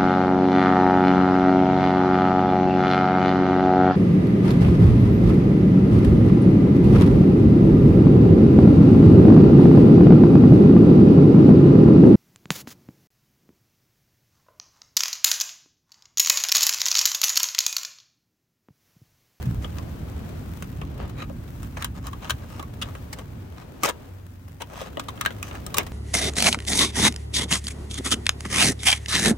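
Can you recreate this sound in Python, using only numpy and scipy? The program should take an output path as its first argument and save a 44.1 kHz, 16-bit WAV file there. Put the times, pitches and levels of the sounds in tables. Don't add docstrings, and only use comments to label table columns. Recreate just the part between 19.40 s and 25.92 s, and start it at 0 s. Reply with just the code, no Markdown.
import sys
import numpy as np
from scipy import signal
from scipy.fft import rfft, irfft
from scipy.io import wavfile
from scipy.ndimage import uniform_filter1d

SR = 44100
rng = np.random.default_rng(int(sys.argv[2]) if len(sys.argv) > 2 else 0)


def wav_out(sig):
    wavfile.write(sys.argv[1], SR, np.round(np.clip(np.atleast_2d(sig).T, -1, 1) * 32767).astype(np.int16))


N = 287532
TIME = np.arange(N) / SR


def amp(db):
    return 10 ** (np.asarray(db) / 20)


def unit(x):
    return x / np.sqrt(np.mean(x ** 2) + 1e-20)


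def add(mix, start_s, sound):
    part = mix[:, max(round(start_s * SR), 0):][:, :sound.shape[1]]
    part += sound[:, :part.shape[1]]


def pan(side_db):
    return amp(np.array([[side_db], [-side_db]]) / 2)


def level_curve(points):
    return np.interp(TIME, *np.transpose(points))


def colour(points, hz):
    point_hz, point_db = np.transpose(points)
    return amp(np.interp(np.log(hz + 1), np.log(point_hz + 1), point_db))


def shaped(x, points):
    hz = np.fft.rfftfreq(N, 1 / SR)
    return unit(irfft(rfft(x) * colour(points, hz), N))


def causal(gain):
    mirrored = np.c_[gain, gain[:, -2:0:-1]]
    log_gain = np.log(np.maximum(mirrored, 1e-5))
    return np.exp(np.conj(signal.hilbert(log_gain)))[:, :gain.shape[1]]


def wander(corner_hz):
    hz = np.fft.rfftfreq(N, 1 / SR)
    return unit(irfft(rfft(rng.standard_normal(N)) / (1 + (hz / corner_hz) ** 4), N))


def pair(size, alike):
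    left, other = rng.standard_normal((2, size))
    return np.array([left, alike * left + np.sqrt(1 - alike ** 2) * other])


def grains(size, depth_db, length_s):
    clumps = unit(uniform_filter1d(rng.standard_normal(size), int(length_s * SR)))
    return unit(amp(depth_db * clumps))


def decays(impulses, decay_s):
    return signal.lfilter([1], [1, -np.exp(-1 / (decay_s * SR))], impulses)


def peak(hz, centre_hz, width_hz):
    return 1 / (1 + (2 * (hz - centre_hz) / width_hz) ** 2)


def ring(hz, centre_hz, share, lift_db):
    return np.sqrt(1 + amp(lift_db) ** 2 * peak(hz, centre_hz, share * centre_hz))


def ripple(hz, depth_db, width_hz=220):
    heights = rng.standard_normal(len(hz))
    return amp(depth_db * np.interp(hz, width_hz * np.arange(len(hz)), heights))


# frequency_hz, difference_db
PORT_DIFFERENCE = [(150, -7.5), (280, -5.5), (420, 5.5), (700, 4), (1300, -0.5), (2500, -2.5), (8000, 2.5),
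                   (15000, -0.5)]


def ports(gain, hz):
    tilt = np.sqrt(colour(PORT_DIFFERENCE, hz))
    return np.array([gain * tilt, gain / tilt])


# centre_hz, width_hz, lift_db
TRAY_MODES = [(556, 73, 2.5), (600, 30, -12), (969, 17, 5.5), (1110, 110, 4.5), (1241, 28, 5.5),
              (1641, 29, 4.5), (2120, 20, -6), (2536, 29, 3.5), (2756, 36, 4), (2970, 52, 3.5),
              (3172, 57, 5), (3550, 68, 1), (3926, 84, 5.5), (6070, 290, -5), (8970, 1100, 3)]


def tray(points, hz):
    modes = sum(amp(db) ** 2 * peak(hz, centre, width) for centre, width, db in TRAY_MODES)
    return colour(points, hz) * np.sqrt(1 + modes)


def voiced(drive, gain, low_db, treble_db, low_edge_hz=900, treble_edge_hz=4500):
    size = drive.shape[1]
    hz, spectrum = np.fft.rfftfreq(size, 1 / SR), rfft(drive)
    low = 1 / (1 + (hz / low_edge_hz) ** 8)
    below_treble = 1 / (1 + (hz / treble_edge_hz) ** 8)
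    power = 2 / size * np.mean(abs(spectrum * gain) ** 2, 0)
    bands = zip((low, below_treble - low, 1 - below_treble), (low_db, 0, treble_db))
    balance = sum(band * amp(db) / np.sqrt(np.sum(power * band)) for band, db in bands)
    return irfft(spectrum * causal(gain * balance), size)


# frequency_hz, gain_db
RUMBLE_COLOUR = [(12, -28), (20, -29), (55, -2), (75, 1), (174, -8), (206, -12), (260, -11.5), (297, -16),
                 (450, -30.5), (580, -81), (990, -120)]
# time_s, level_db
RUMBLE_LEVEL = [(0.0, -34), (0.14, -28.5), (0.23, -34), (0.65, -35), (1.91, -34), (2.03, -35.5),
                (3.98, -40.5), (4.19, -43.5), (4.67, -48), (5.77, -41.5), (5.96, -40.5), (6.52, -38)]
# frequency_hz, gain_db
AIR_COLOUR = [(120, 1), (200, 8), (330, 7.5), (550, 4), (800, -0.5), (1200, -5.5), (2000, -11.5),
              (3200, -14.5), (4600, -19.5), (8000, -27), (16000, -40)]
# time_s, level_db
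AIR_LEVEL = [(0.0, -43.5), (0.56, -47.5), (1.71, -46), (1.87, -51), (2.14, -51), (2.54, -51.5),
             (3.29, -50.5), (4.43, -51.5), (4.56, -52), (4.9, -58), (5.17, -55.5), (5.5, -47.5), (5.9, -46),
             (6.26, -46.5), (6.41, -41), (6.52, -53)]


def outdoors(rumble_gain_db=1.5, air_gain_db=1.82, rumble_side_db=-1.0, air_side_db=3):
    rumble_db = level_curve(RUMBLE_LEVEL) + rumble_gain_db + 0.7 * wander(8.5)
    air_db = level_curve(AIR_LEVEL) + air_gain_db + 1.6 * wander(1.7)
    rumble = shaped(pair(N, 0.97), RUMBLE_COLOUR) * amp(rumble_db)
    air = shaped(pair(N, 0.019), AIR_COLOUR) * amp(air_db)
    return pan(rumble_side_db) * rumble + pan(air_side_db) * air


# start_s, length_s, level_db, pitch_hz
HUM_SWELLS = [(3.963, 0.23, -40, 90.6), (4.656, 0.58, -41, 91), (5.826, 0.37, -40, 101.1)]


def hum(drift_hz=2.31, ramp_s=0.027, sag_db=-6):
    out, drift = np.zeros(N), drift_hz * wander(4.9)
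    for start, length, level_db, pitch_hz in HUM_SWELLS:
        t = np.clip(TIME - start, 0, length)
        gate = np.minimum(np.minimum(t, length - t) / ramp_s, 1)
        phase = 2 * np.pi * np.cumsum(pitch_hz + drift) / SR
        out += gate * amp(level_db + sag_db * t / length) * np.sin(phase)
    return np.sqrt(2) * out


# middle_s, length_s, pitch_hz, level_db
THUDS = [(0.081, 0.09, 117.3, -24), (0.084, 0.088, 180.2, -29.5), (0.207, 0.085, 67.5, -32),
         (2.926, 0.066, 101, -32)]


def thuds(waver=0.12):
    out = np.zeros((2, N))
    for middle, length, pitch_hz, level_db in THUDS:
        count = int(length * SR)
        bends = np.interp(np.linspace(0, 1, count), np.linspace(0, 1, 10), rng.standard_normal(10))
        phase = 2 * np.pi * np.cumsum(pitch_hz * (1 + waver * bends)) / SR
        thud = np.sin(phase) * np.hanning(count)
        add(out, middle - length / 2, np.sqrt(2) * amp(level_db) * pan(0) * thud)
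    return out


# frequency_hz, gain_db
SIZZLE_COLOUR = [(1500, 10), (4000, -1), (6500, -1.5), (9000, -3.5), (10500, -4), (14000, 0.5),
                 (16000, 2.5)]
# time_s, level_db
SIZZLE_LEVEL = [(0.0, -59.5), (0.58, -59), (0.76, -60.5), (1.2, -57), (1.61, -68.5), (1.91, -63),
                (2.23, -58), (2.58, -67), (2.78, -59.5), (3.23, -63), (3.63, -59.5), (3.85, -64),
                (5.06, -65.5), (6.52, -59.5)]


def sizzle(ticks_per_s=60, spread_db=3.5, ticks_db=-6, tick_decay_s=0.00071, side_db=4.5, gain_db=8):
    chance, heft = rng.random(N), np.minimum(rng.exponential(1, N), 4)
    bursts = (chance < ticks_per_s / SR) * amp(spread_db * heft)
    ticks = pair(N, 0.087) * decays(bursts, tick_decay_s)
    hiss = pair(N, 0) * amp(0.53 * wander(25))
    fat = shaped(hiss + amp(ticks_db) * unit(ticks), SIZZLE_COLOUR)
    return amp(level_curve(SIZZLE_LEVEL) + gain_db) * pan(side_db) * fat


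# start_s, level_db
FAT_SPITS = [(0.027, -45), (4.866, -54.5), (5.084, -54.5)]


def spits(decay_s=0.0028, side_db=6, gain_db=9, size=2048):
    out, t, hz = np.zeros((2, N)), np.arange(size) / SR, np.fft.rfftfreq(size, 1 / SR)
    bright = causal(ports(colour(SIZZLE_COLOUR, hz), hz))
    for start, level_db in FAT_SPITS:
        burst = irfft(rfft(pair(size, 0.3) * np.exp(-t / decay_s)) * bright, size)
        add(out, start, amp(level_db + gain_db) * pan(side_db) * burst)
    return out


def embers(per_s=40, spread_db=1.5, gain_db=-8.5, decay_s=0.0066):
    chance, luck, place = rng.random((3, N))
    heft = np.minimum(-np.log(1 - luck), 3)
    ticks = (chance < per_s / SR) * amp(spread_db * heft) * np.sqrt([place, 1 - place])
    drive = pair(N, 0.033) * decays(ticks, decay_s)
    hz = np.fft.rfftfreq(4096, 1 / SR)
    body = irfft(causal(ports(tray(CRACKLE_COLOUR, hz), hz)))
    sound = unit(signal.oaconvolve(drive, body, axes=1)[:, :N])
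    return amp(level_curve(AIR_LEVEL) + gain_db) * sound


# frequency_hz, gain_db
RUSTLE_COLOUR = [(60, -8), (200, -10), (450, 2), (800, 2), (1200, -1), (2000, -1.5), (3500, -10),
                 (4600, -10), (6500, -9), (9000, -19), (10500, -20.5), (14500, -16), (16500, -32)]
# middle_s, length_s, level_db, low_db, treble_db
RUSTLES = [(0.238, 0.037, -50, 4, -4), (1.622, 0.052, -44, 4, -21), (1.806, 0.052, -39, -5, -15),
           (2.408, .055, -41.5, -5, -11), (2.574, 0.037, -48, -2, -8.5), (2.667, 0.038, -43, -3, -8),
           (2.857, 0.055, -40.5, -3.5, -12.5), (3.03, 0.043, -51, 0, -12.5),
           (3.161, 0.1, -48.5, -2.5, -8.5), (3.474, .052, -47.5, 0.5, -13), (3.798, .044, -49.5, 5.5, -11),
           (4.204, 0.052, -48.5, -5, -11), (4.452, 0.026, -25, -1.5, -3.5), (4.489, 0.026, -27, -4, -11),
           (5.321, 0.042, -48, 5, -8), (5.402, 0.069, -39.5, -6.5, -10), (5.466, 0.032, -44.5, 1, -11),
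           (6.068, 0.054, -45.5, -6, -4.5), (6.148, 0.058, -43.5, -2.5, -13), (6.388, 0.041, -33.5, 1, -15)]


def rustles(grain_db=3, grain_s=0.0018, pops_per_s=130, pop_size=1.86, pop_s=0.00086, steep=3,
            ring_hz=1300, ring_share=0.14, ring_db=1, ripple_db=2.5, side_db=2.5, alike=0.3, size=16384):
    out, hz = np.zeros((2, N)), np.fft.rfftfreq(size, 1 / SR)
    t = (np.arange(size) - size / 2) / SR
    body = ports(tray(RUSTLE_COLOUR, hz), hz) * ring(hz, ring_hz, ring_share, ring_db)
    for middle, length, level_db, low_db, treble_db in RUSTLES:
        swell = 1 / np.sqrt(1 + abs(2 * t / length) ** (2 * steep))
        pops = pop_size * decays(1.0 * (rng.random(size) < pops_per_s / SR), pop_s)
        drive = pair(size, alike) * (grains(size, grain_db, grain_s) + pops) * swell
        sound = voiced(drive, body * ripple(hz, ripple_db), low_db, treble_db)
        add(out, middle + t[0], amp(level_db) * np.sqrt(length * SR) * pan(side_db) * sound)
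    return out


# frequency_hz, gain_db
CRACKLE_COLOUR = [(60, -44), (200, 2), (500, 2), (900, 0), (1250, 3), (3500, -4.5), (4600, -9.5),
                  (6500, -7.5), (9000, -13.5), (10500, -13.5), (14500, -6), (16500, -5.5)]
# start_s, level_db, low_db, treble_db, lower_ring_hz, upper_ring_hz, decay_s
CRACKLES = [(0.244, -34, -7, -16, 1210, 3250, 0.0038), (0.383, -39, -5, -6, 1070, 4900, .005),
            (1.2228, -37, -2, -3.5, 1450, 2480, 0.0045), (1.4146, -36.5, -2, -16, 1030, 2960, 0.0032),
            (1.821, -38.5, -2, -18, 1500, 2750, 0.0034), (1.896, -52.5, 18, -6, 560, 2660, 0.0032),
            (2.229, -43.5, -6, -1.5, 1320, 2550, 0.0038), (2.3688, -34.5, -1.5, -10.5, 1290, 2380, 0.0058),
            (2.423, -30, -22, -5, 2240, 3700, 0.0037), (2.4448, -28.5, -9.5, 3, 1390, 3030, 0.0033),
            (2.668, -35.5, -11, -2.5, 1100, 3270, 0.0034), (2.730, -35, -10, -15.5, 1185, 3240, 0.004),
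            (2.896, -24.5, -20, -6, 1600, 3060, 0.0045), (2.904, -23.5, -10, -2.5, 1570, 3130, 0.0046),
            (3.195, -36, 4, -9.5, 1160, 3350, 0.0035), (3.2263, -37, -9, -7, 1120, 2300, 0.0027),
            (3.414, -31, -20, -6.5, 1280, 3000, 0.0083), (3.421, -27, -16, -6, 2990, 3580, 0.0053),
            (3.551, -39.5, -2.5, -11.5, 1330, 2400, 0.0035), (3.7273, -35.5, -3.5, 0, 2000, 4340, 0.0059),
            (3.786, -41.5, 3, -2.5, 1080, 3250, 0.0043), (4.433, -19.5, -3, -2, 1260, 2400, .005),
            (4.468, -34.5, 5.5, 0, 600, 3880, .0028), (4.488, -29.5, 3, 2.5, 990, 3570, 0.0047),
            (5.203, -38, 3.5, -8, 950, 2820, 0.012), (5.218, -33, -3.5, -5, 940, 2980, 0.0041),
            (5.413, -39, 9, -5, 535, 3340, 0.0046), (5.5711, -34.5, 7.5, -17, 640, 3300, 0.0022),
            (5.595, -29.5, -4, -5, 1180, 3600, 0.0049), (5.683, -31, -2.5, -8, 1020, 3750, 0.0056),
            (5.775, -42, -23, -17, 1460, 3170, 0.0043), (5.810, -24.5, -26, -5, 1230, 3790, 0.0031),
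            (5.8497, -27.5, -28, -11, 1540, 3960, .0034), (5.8603, -17.5, -12, -12.5, 1610, 4050, 0.0027),
            (5.905, -38.5, 0, -13, 1480, 3240, 0.0044), (6.028, -30.5, -27, 0.5, 2600, 2920, 0.0017),
            (6.1114, -37.5, -2, -20, 1110, 2980, 0.0023), (6.152, -39.5, -15, -8, 1450, 2500, 0.0026),
            (6.264, -39, -1, 5.5, 1280, 3200, 0.0038), (6.3419, -27, -20, -1, 1110, 3600, 0.0039),
            (6.368, -27, -26, 1.5, 1240, 2510, 0.006), (6.3832, -19, -9, 3, 2170, 2900, 0.0017),
            (6.465, -40, -3, -3.5, 1080, 3220, .0046)]


def crackles(rise_per_s=60, lower_db=9.5, lower_share=0.093, upper_db=7, upper_share=0.17,
             ripple_db=3, grain_db=3.0, grain_s=0.00064, snap=4, snap_s=0.00026, brittle_s=0.0016,
             tail_db=-15, tail_decay_s=0.012, tail_hz=2500, usual_decay_s=0.0033, sparkle_db=-5,
             sparkle_db_per_halving=4.5, alike=0.33, side_db=1.7, spot_side_db=0.4, gain_db=0.5, size=8192):
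    out, t, hz = np.zeros((2, N)), np.arange(size) / SR, np.fft.rfftfreq(size, 1 / SR)
    body = ports(tray(CRACKLE_COLOUR, hz), hz)
    dull = signal.butter(1, tail_hz, fs=SR)
    for start, level_db, low_db, treble_db, lower_hz, upper_hz, decay in CRACKLES:
        crack = pair(size, alike) * grains(size, grain_db, grain_s) * np.exp(-t / decay)
        crack *= 1 + snap * np.exp(-t / snap_s - decay / brittle_s)
        scatter = unit(signal.lfilter(*dull, pair(size, 0))) * np.exp(-t / tail_decay_s)
        onset = 1 - np.exp(-t / (rise_per_s * decay ** 2))
        drive = onset * (crack + amp(tail_db) * scatter)
        spot = ring(hz, lower_hz, lower_share, lower_db) * ring(hz, upper_hz, upper_share, upper_db)
        spot *= ripple(hz, ripple_db)
        top_db = sparkle_db + sparkle_db_per_halving * np.log2(usual_decay_s / decay)
        sparkle = colour([(9800, 0), (11200, top_db)], hz)
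        sound = voiced(drive, body * spot * sparkle, low_db, treble_db)
        place = pan(side_db + spot_side_db * rng.standard_normal())
        add(out, start, amp(level_db + gain_db) * np.sqrt(0.0087 * SR) * place * sound)
    return out


def scene():
    background = outdoors() + hum() + thuds()
    grill = sizzle() + spits() + embers() + rustles() + crackles()
    return background + grill


def record(dry):
    low_pass = signal.firwin(301, 16000, window=("kaiser", 8), fs=SR)
    return signal.oaconvolve(np.clip(dry, -1, 1), low_pass[None], "same", axes=1)


dry = scene()
out = record(dry)
wav_out(out)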